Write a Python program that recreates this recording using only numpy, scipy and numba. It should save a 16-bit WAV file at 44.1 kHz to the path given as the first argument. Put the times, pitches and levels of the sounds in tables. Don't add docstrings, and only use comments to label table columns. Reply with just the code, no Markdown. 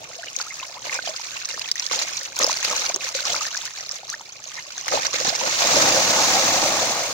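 import sys
import numpy as np
from scipy import signal
from scipy.fft import rfft, irfft, next_fast_len
from scipy.io import wavfile
from scipy.ndimage import uniform_filter1d
from numba import njit

SR = 44100
rng = np.random.default_rng(int(sys.argv[2]) if len(sys.argv) > 2 else 0)


def master_out(mix):
    frames = np.transpose(np.atleast_2d(mix))
    ceiling = np.clip(frames, -1, 1)
    pcm = np.round(ceiling * 32767).astype(np.int16)
    wavfile.write(sys.argv[1], SR, pcm)


N = 314417
TIME = np.arange(N) / SR

# t/s, lead of the left microphone/ms
SPLASH_LEAD = [(0, 0.24), (.7, 0.21), (1.0, 0.41), (2.1, 0.361), (2.45, 0.26), (2.7, 0.16), (3.0, 0.25),
               (4.75, 0.29), (4.9, 0.43), (5.35, 0.37), (5.65, 0.26), (6.1, 0.16), (7.1, 0.086)]
# f/Hz, gain/dB
SPRAY_SPECTRUM = [(300, -52), (1200, -2.5), (2200, -10), (3200, -10), (4200, -1), (5000, -2), (6200, 3.5),
                  (9000, -4), (16000, -2.5)]
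PING_DB, CLICK_DB = 9, -6


def undb(db):
    return 10 ** (np.asarray(db) / 20)


def curve(table, column=1):
    rows = np.array(table, float)
    return np.interp(TIME, rows[:, 0], rows[:, column])


def colour(x, points, power=1):
    size = next_fast_len(N + SR // 10)
    hz, db = np.transpose(points)
    bins = np.maximum(np.fft.rfftfreq(size, 1 / SR), 1)
    gain = undb(power * np.interp(np.log(bins), np.log(hz), db))
    return irfft(rfft(x, size) * gain, size)[..., :N]


def steady(x):
    size = SR // 14
    power = uniform_filter1d(uniform_filter1d(np.mean(x ** 2, axis=0), size), size)
    return x / np.sqrt(np.maximum(power, 0) + power.mean() / 1000)


def walk(rate):
    size = SR // rate
    x = uniform_filter1d(np.repeat(rng.standard_normal(N // size + 1), size), size)[:N]
    return x / x.std()


def wash(coherence):
    common, left, right = rng.standard_normal((3, N))
    lag = np.rint(curve(SPLASH_LEAD) * SR / 1000).astype(int)
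    shared = np.array([common, common[np.arange(N) - lag]])
    return np.sqrt(coherence) * shared + np.sqrt(1 - coherence) * np.array([left, right])


def lead_at(t):
    return np.interp(t, *np.transpose(SPLASH_LEAD)) / 1000


def place(start, scatter_ms, pan_db, aside=1):
    chance = rng.standard_normal((len(start), 2))
    lead = aside * lead_at(start) + scatter_ms / 1000 * chance[:, 0]
    return np.minimum(lead, .00055), np.log(undb(pan_db * chance[:, 1])) / 2


@njit
def ring(start, hz, size, t60, rise, lead, pan, attack_cycles):
    out = np.zeros((2, N))
    for k in range(len(start)):
        decay, swell = np.log(1000.) / t60[k], hz[k] / attack_cycles
        for ch in range(2):
            side = 1 - 2 * ch
            onset = start[k] - side * lead[k] / 2
            gain = size[k] * np.exp(side * pan[k])
            for i in range(max(int(onset * SR) + 1, 0), min(int((onset + .85 * t60[k]) * SR), N)):
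                t = i / SR - onset
                turns = hz[k] * t * (1 + np.log(2.) / 2 * rise[k] * t)
                envelope = np.exp(-decay * t) * (1 - np.exp(-swell * t))
                out[ch, i] += gain * envelope * np.sin(2 * np.pi * turns)
    return out


def impacts(start, db, decay_s):
    envelope = np.zeros(N)
    for onset, gain in zip(start, undb(db)):
        span = slice(int(onset * SR), int(onset * SR) + SR // 8)
        envelope[span] += gain * np.exp(-(TIME[span] - onset) / decay_s)
    return wash(coherence=.8) * envelope


def panic():
    # t/s, share of the fish that bolt
    fright = [(5.1, 0), (5.8, 1)]
    return curve(fright)


def effort(fall_s, bubbly=False, airy=False):
    # t/s, level/dB, extra air dragged under/dB
    feeding = [(0.0, -41.5, 10.5), (0.574, -36.5, -5.0), (0.759, -41, 4), (1.133, -36.0, -2),
               (1.683, -34.5, 0.25), (1.786, -51, -2), (1.902, -34, -6), (2.259, -34.0, -1.04),
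               (2.314, -40, 7.5), (2.634, -28.5, -8), (2.906, -28.5, -0.3), (2.976, -41, 9),
               (3.292, -30, -14.0), (3.705, -37, -6.5), (4.014, -41, -2), (4.456, -43.5, 0.5),
               (4.795, -37.5, 0.23), (5.332, -30.5, 6.5)]
    # t/s, level/dB, extra air dragged under/dB
    flight = [(5.3, -46.5, 2.5), (5.463, -24.5, 10.5), (5.507, -25, -0.42), (5.768, -17, 7.5),
              (6.048, -19.5, 7), (6.3, -18.5, 6.5), (6.624, -21, 8.5), (6.868, -23.5, 9), (7.13, -31, 10)]
    # t/s, duration/s, level/dB, extra small bubbles/dB, extra air/dB
    thrashes = [(0.379, 0.04, -32.5, -3, -7), (0.564, 0.117, -46.0, 5.5, -2), (0.839, 0.044, -36, 7, 8.5),
                (0.902, 0.066, -31.5, 6, 1.35), (1.035, 0.03, -34, -6, -5), (1.066, 0.03, -31.5, 0, 6),
                (1.227, 0.023, -34.0, 0.27, -3.5), (1.33, 0.072, -41, 7.5, -4.5),
                (1.474, 0.034, -34, -1.5, -4), (1.753, 0.056, -33, -0.5, -13.5),
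                (1.81, 0.055, -32, -4, -7.0), (1.903, 0.072, -26, -1.47, 3),
                (1.981, 0.053, -26, -1.73, -3.5), (2.058, 0.07, -33.0, -0.2, -9),
                (2.134, 0.051, -31.5, -7.5, -3.5), (2.354, 0.12, -30, -1.5, 0), (2.397, 0.027, -22, 0, 6.5),
                (2.477, 0.052, -24.5, -5, -1.71), (2.559, 0.023, -28.5, -6.5, -1.5),
                (2.638, 0.02, -22, -3, -5), (2.668, 0.065, -28, 1, 6.5), (2.744, 0.078, -28, -2.5, -7),
                (2.829, 0.041, -30, 5.0, -1.68), (3.004, 0.088, -29.5, 0, -6),
                (3.138, 0.068, -28, -2.5, -5), (3.242, 0.034, -25.5, -1.8, 0.5),
                (3.284, 0.087, -27, -1.2, 4.0), (3.398, 0.076, -30, 0.5, 2.5),
                (3.537, 0.093, -34.5, -4, -4.5), (3.639, 0.027, -36.5, 3.5, -5),
                (3.764, 0.073, -37, 0.21, 1.53), (3.907, 0.051, -35, 0.07, -9.5),
                (4.081, 0.056, -36, -5, -7), (4.424, 0.115, -40, -0.1, -5),
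                (4.534, 0.073, -40.5, 8.5, 1.09), (4.767, 0.048, -37.5, -4, -4.5),
                (4.859, 0.06, -31.5, 2.0, 5), (4.91, 0.075, -26, 3.0, 10.5), (5.002, 0.064, -28, 1.11, 2.5),
                (5.124, 0.04, -25, 3, -2), (5.178, 0.055, -27, 0.5, 5), (5.24, 0.062, -23.5, -2, 4),
                (5.315, 0.116, -31.0, 0.82, 1.37), (5.6, 0.055, -26, 0, 7)]
    attack_s = .011
    school, rush = (undb(curve(table) + airy * curve(table, 2)) ** 2 for table in (feeding, flight))
    power = school + rush * (TIME > flight[0][0])
    for start, length, db, bubble_db, air_db in thrashes:
        span = slice(int(start * SR), int(start * SR) + SR // 2)
        age = TIME[span] - start
        envelope = np.clip(age / attack_s, 0, 1) * np.exp(-np.maximum(age - length, 0) / fall_s)
        power[span] += (undb(db + bubbly * bubble_db + airy * air_db) * envelope) ** 2
    return 10 * np.log10(power)


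def swarm(db, rate, crowding, band_hz, cycles, spread_db, climb, scatter_ms, aside=1):
    low_hz, high_hz = band_hz
    births = np.cumsum(undb(crowding * db))
    count = int(rate * N / SR)
    uniform, normal = rng.random((count, 3)), rng.standard_normal((count, 2))
    start = np.interp(uniform[:, 0], births / births[-1], TIME)
    hz = low_hz * (high_hz / low_hz) ** uniform[:, 1]
    t60 = cycles / hz * np.exp(.443 * normal[:, 0])
    rise = 2 * climb * uniform[:, 2] / t60
    spread = spread_db * (1 - .4 * np.interp(start, TIME, panic()))
    size = undb(spread * np.minimum(normal[:, 1], 2.4))
    lead, pan = place(start, scatter_ms, pan_db=2.3, aside=aside)
    return ring(start, hz, size, t60, rise, lead, pan, attack_cycles=.43)


def merge(grains, calm_db, rush_db, coherence):
    return steady(grains) + undb(calm_db + (rush_db - calm_db) * panic()) * wash(coherence)


def bank(x, t60, wet_db):
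    t = TIME[:SR // 5]
    tail = rng.standard_normal((2, len(t))) * np.exp(-np.log(1000) * t / t60) * (t > .003)
    tail /= np.sqrt(np.sum(tail ** 2, axis=1, keepdims=True))
    return x + undb(wet_db) * signal.fftconvolve(x, tail, axes=1)[:, :N]


def surge(db, burst):
    # f/Hz, gain/dB
    spectrum = [(20, -2), (45, -12), (75, -2.5), (120, 2.5), (230, -3.5), (350, -1.5), (700, 3),
                (2000, -34)]
    slop_db, heave_db = -59, db - 28.5
    rumble = steady(colour(wash(coherence=.95), spectrum))
    return rumble * np.hypot(undb(slop_db), undb(heave_db)) * undb(.91 * burst + 1.56 * walk(rate=14))


def cavities(db):
    # f/Hz, gain/dB
    spectrum = [(130, -7), (330, 0.5)]
    growth = 1.9
    thuds = swarm(db, rate=130, crowding=.8, band_hz=(130, 460), cycles=7,
                  spread_db=3, climb=.2, scatter_ms=.1)
    return steady(colour(thuds, spectrum)) * undb(db.max() + growth * (db - db.max()) - 24.5)


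def clouds():
    # centre t/s, half duration/s, f/Hz, level/dB
    booms = [(4.946, 0.036, 564, -23), (5.77, 0.035, 552, -26), (5.965, 0.063, 595, -25),
             (6.199, 0.051, 858, -25), (6.362, 0.051, 770, -24)]
    out = np.zeros((2, N))
    sway = walk(rate=260) + 1j * walk(rate=260)
    for middle, half, hz, db in booms:
        near = np.abs(TIME - middle) < half
        t = TIME[near] - middle + lead_at(middle) * np.array([[.5], [-.5]])
        envelope = undb(db) * np.cos(np.pi / 2 * t / half) ** 2
        out[:, near] += envelope * np.real(sway[near] * np.exp(2j * np.pi * hz * t))
    return out


def spits(db):
    # t/s, level relative to the effort/dB
    snap_levels = [(0, -3), (1.9, -8), (2.6, -7.5), (4.15, -9), (4.55, -23), (7.13, -1.5)]
    snaps = swarm(db, rate=170, crowding=.4, band_hz=(8000, 14000), cycles=5,
                  spread_db=7.5, climb=0, scatter_ms=.2)
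    return steady(snaps) * undb(db + curve(snap_levels))


def spray(db, burst):
    plips = swarm(db, rate=2600, crowding=.7, band_hz=(2200, 13000), cycles=16,
                  spread_db=5, climb=.3, scatter_ms=.2)
    fizz = merge(plips, calm_db=-3, rush_db=4, coherence=.15)
    lean_db = 6 * (curve(SPLASH_LEAD) - .28) * np.array([[-1], [1]])
    return steady(colour(fizz * undb(3.4 * burst), SPRAY_SPECTRUM)) * undb(db + 2.5 + lean_db)


def click(start, db):
    return colour(impacts(start, db + CLICK_DB, decay_s=.0007), SPRAY_SPECTRUM)


def patter(db):
    drops_per_s = 50
    when, distance, size = rng.random((drops_per_s * N // SR, 3)).T
    start = when * TIME[-1]
    drop_db = 4 + .8 * np.interp(start, TIME, db - 6 * panic()) - 10 * distance
    hz = 3900 * 1.8 ** size
    lead, pan = place(start, scatter_ms=.15, pan_db=2.5)
    plips = ring(start, hz, undb(drop_db + PING_DB), 13 / hz, 60 * size, lead, pan, attack_cycles=1.5)
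    return plips + click(start, drop_db)


def drops():
    # t/s, level/dB, crack level/dB, left minus right/dB
    landings = [(0.364, -7.5, -47, 1), (0.413, -10.5, -57, -5), (0.9433, -8, -42, -5), (1.163, -14, -45, 1),
                (1.4545, -10, -49, -3), (1.4894, -16, -40, -3), (1.5946, -13, -38, -4),
                (1.678, -20, -46, -1), (1.715, -1.5, -31, -2.5), (1.756, -14.5, -40, -1),
                (1.7966, -6, -48, 0), (1.8647, -8, -43, -8), (1.932, -10, -47, -2.5),
                (1.9903, -15, -49, -1), (2.2317, -19, -37, 3), (2.3897, -8, -27, 0), (2.433, -4, -41, -2.5),
                (2.4434, -1, -30, -2), (2.466, -10, -32, 8), (2.5093, -14.5, -38, -7),
                (2.5706, -11.5, -37, -6), (2.6288, -11, -51, 3), (2.6474, -13, -31, 0),
                (2.7643, -15, -47, 14), (2.837, -14, -48, -4), (2.9433, -6, -44, -4), (2.9609, -7, -34, -4),
                (3.0892, -16.5, -35, -4), (3.152, -11, -50, 2), (3.2533, -8.5, -46, -1.5),
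                (3.3518, -15, -45, 0), (3.3645, -14, -51, 12), (3.4664, -16, -48, 11), (3.574, -12, -38, 7),
                (3.654, -18, -32, 4), (3.892, -14.5, -60, -9), (3.913, -12, -58, -8), (4.1, -12, -37.5, 1),
                (4.779, -13, -58, -2), (4.8116, -15, -47, -4), (4.8812, -13, -30, 4), (5.021, -14, -47, -7),
                (5.052, -15, -39, -2), (5.067, -6, -51, -6), (5.2465, -12, -48, -9),
                (5.2945, -9.5, -50, -16), (5.351, -13, -49, -6), (5.6075, -8, -43, 1)]
    # f/Hz, gain/dB
    spectrum = [(200, -51), (1200, -20), (3000, -28), (9000, -3), (15000, -9)]
    start, db, crack_db, pan_db = np.transpose(landings)
    count = len(start)
    hz = 5760 * np.exp(.09 * rng.standard_normal(count))
    t60, rise = np.full(count, .0035), np.full(count, 18.)
    crack = colour(impacts(start, crack_db + 31, decay_s=.0014), spectrum) + click(start, db)
    lead, _ = place(start, scatter_ms=.12, pan_db=0)
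    pan = np.log(undb(pan_db + 4.5)) / 2
    late, detune = rng.uniform(.8, 1.2, (count, 2)).T
    size = undb(db + PING_DB)
    ping = ring(start, hz, size, t60, rise, lead, pan, attack_cycles=2.64)
    twin_start = start + .0012 * late
    twin = ring(twin_start, hz * detune, size * undb(-4), t60, rise, lead, pan, attack_cycles=1.34)
    return crack + ping + twin


def slaps():
    # t/s, level/dB
    strikes = [(0.927, -36), (1.913, -22), (2.015, -25), (0.99, -32), (2.401, -21.5), (2.444, -20),
               (2.466, -25.5), (2.961, -28.5), (4.869, -27), (4.882, -25), (5.051, -23), (5.351, -26),
               (5.607, -20), (5.62, -19)]
    # f/Hz, gain/dB
    spectrum = [(100, -43), (500, 13), (1100, 18.5), (3000, -1), (7000, -13)]
    start, db = np.transpose(strikes)
    return colour(impacts(start, db, decay_s=.0029), spectrum)


def slurps(aside):
    # t/s, duration/s, initial f/Hz, final f/Hz, level/dB
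    sucks = [(0.227, 0.017, 1260, 2120, -29.5), (0.455, 0.035, 1020, 1740, -34.5),
             (0.628, 0.0099, 2696, 4470, -28), (0.637, 0.032, 1100, 1950, -44),
             (0.685, 0.058, 560, 1600, -41), (0.743, 0.055, 545, 1500, -39.5),
             (0.919, 0.075, 356, 700, -45), (4.118, 0.034, 1015, 2170, -32)]
    out = np.zeros((2, N))
    flutter = undb(5 * walk(rate=400) - 2)
    for start, length, from_hz, to_hz, db in sucks:
        near = np.abs(TIME - start) < 2 * length
        lead = aside * lead_at(start) * np.array([[.5], [-.5]])
        t = np.clip(TIME[near] - start + lead, 0, length)
        growth = np.log(to_hz / from_hz) / length
        turns = from_hz * np.expm1(growth * t) / growth
        envelope = undb(db) * flutter[near] * np.sin(np.pi * t / length)
        out[:, near] += envelope * np.sin(2 * np.pi * turns)
    return out


def plops(aside):
    # t/s, initial f/Hz, level/dB, 60 dB decay time/s
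    pinch_offs = [(0.187, 667, -29.5, 0.083), (0.283, 2870, -17, .013), (0.4, 1370, -17.5, 0.026),
                  (0.506, 2080, -21.5, 0.025), (0.599, 2530, -19.5, 0.018), (0.628, 1020, -21, 0.039),
                  (0.866, 930, -28, 0.033), (0.8955, 2060, -8, .009), (0.929, 1930, -14, .012),
                  (0.989, 644, -16, 0.01), (0.989, 1500, -14, 0.028), (1.073, 670, -16, .03),
                  (1.09, 620, -25, .1), (1.197, 910, -18.5, 0.013), (1.369, 2640, -17, .02),
                  (1.503, 2720, -19, .022), (1.542, 1750, -19.5, .018), (1.577, 1140, -8, 0.0058),
                  (1.644, 3200, -17, .012), (1.658, 2480, -17, 0.016), (1.757, 1880, -18, 0.019),
                  (1.841, 3270, -20, .018), (2.41, 567, -9, 0.02), (2.422, 1200, -12.5, .02),
                  (2.443, 494, -5.5, .017), (2.476, 635, -6, 0.014), (2.496, 970, -2.5, 0.011),
                  (2.596, 1480, -25.5, 0.019), (2.729, 1070, -13.5, 0.025), (2.897, 630, -10, 0.016),
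                  (2.943, 340, -24, 0.023), (2.96, 385, -23, 0.044), (3.009, 2480, -15.5, .011),
                  (3.15, 533, -17, 0.037), (3.19, 1500, -15, 0.014), (3.297, 693, -21, 0.053),
                  (3.345, 1330, -11, 0.015), (3.409, 1200, -17, 0.036), (3.549, 1590, -8.5, .011),
                  (4.032, 770, -20.5, .016), (4.209, 880, -15, .008), (4.882, 2030, -4, .006),
                  (4.974, 810, -2, 0.012), (5.141, 506, -10, 0.015), (5.209, 573, -14.5, .024),
                  (5.251, 746, -13.5, .023), (5.28, 196, -8, 0.017), (5.326, 660, -16, 0.03),
                  (5.412, 925, -13, 0.027), (5.65, 660, -5.5, 0.016), (6.541, 695, -6, 0.019),
                  (6.629, 590, -5, 0.013), (6.827, 674, -9, 0.029)]
    climb_octaves = .17
    start, hz, db, t60 = np.transpose(pinch_offs).copy()
    lead, pan = place(start, scatter_ms=.04, pan_db=.8, aside=aside)
    return ring(start, hz, undb(db), t60, climb_octaves / t60, lead, pan, attack_cycles=1.56)


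def pockets(db, burst):
    # f/Hz, gain/dB
    spectrum = [(60, -38), (200, -22.5), (370, -17.5), (520, -4), (700, 3), (950, 0), (1400, 2),
                (3000, -2.5)]
    gulps = swarm(db, rate=380, crowding=.7, band_hz=(300, 1200), cycles=13,
                  spread_db=4, climb=.45, scatter_ms=.12)
    gurgle = merge(gulps, calm_db=-5, rush_db=-2, coherence=.92)
    heave_db = 1.53 * walk(rate=18)
    return steady(colour(gurgle * undb(.63 * burst), spectrum)) * undb(db - 12.5 + heave_db)


def bubbles(db, burst):
    # f/Hz, gain/dB
    spectrum = [(150, -29), (800, -3), (1200, -8), (1600, -3), (2400, 1.5), (3200, -3), (5500, 0.5)]
    chirps = swarm(db, rate=600, crowding=.8, band_hz=(917, 3534), cycles=36.4,
                   spread_db=5.5, climb=.99, scatter_ms=.21, aside=.65)
    babble = merge(chirps, calm_db=0, rush_db=4, coherence=.45)
    return steady(colour(babble * undb(.27 * burst), spectrum)) * undb(db - 2.5)


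def scene():
    burst = walk(rate=160) * (1 - .5 * panic())
    thrown = effort(fall_s=.012)
    stirred = effort(fall_s=.017, bubbly=True)
    dived = effort(fall_s=.028, airy=True)
    water = spray(thrown, burst) + spits(thrown)
    water += bubbles(stirred, burst) + pockets(dived, burst) + cavities(dived)
    water += patter(thrown) + clouds() + plops(aside=.2) + slurps(aside=.2) + slaps() + drops()
    return bank(water, t60=.015, wet_db=-12) + surge(dived, burst)


def record(dry):
    # f/Hz, gain/dB
    response = [(35, -5), (80, 3), (6800, -0.5), (7500, -7), (8300, -12.5), (10000, -16.5), (12500, -22),
                (13900, -21), (14700, -13.5), (15600, -15)]
    # f/Hz, left minus right/dB
    imbalance = [(100, -1.5), (300, 1.5), (1000, 0.5), (2500, -1.5), (5500, -4), (9000, 1.5), (14000, 5.5)]
    heard = colour(colour(dry, response), imbalance, power=np.array([[.5], [-.5]]))
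    cutoff_hz = 15750
    return signal.sosfilt(signal.ellip(10, .2, 80, cutoff_hz, fs=SR, output="sos"), heard)


dry = scene()
out = record(dry)
master_out(out)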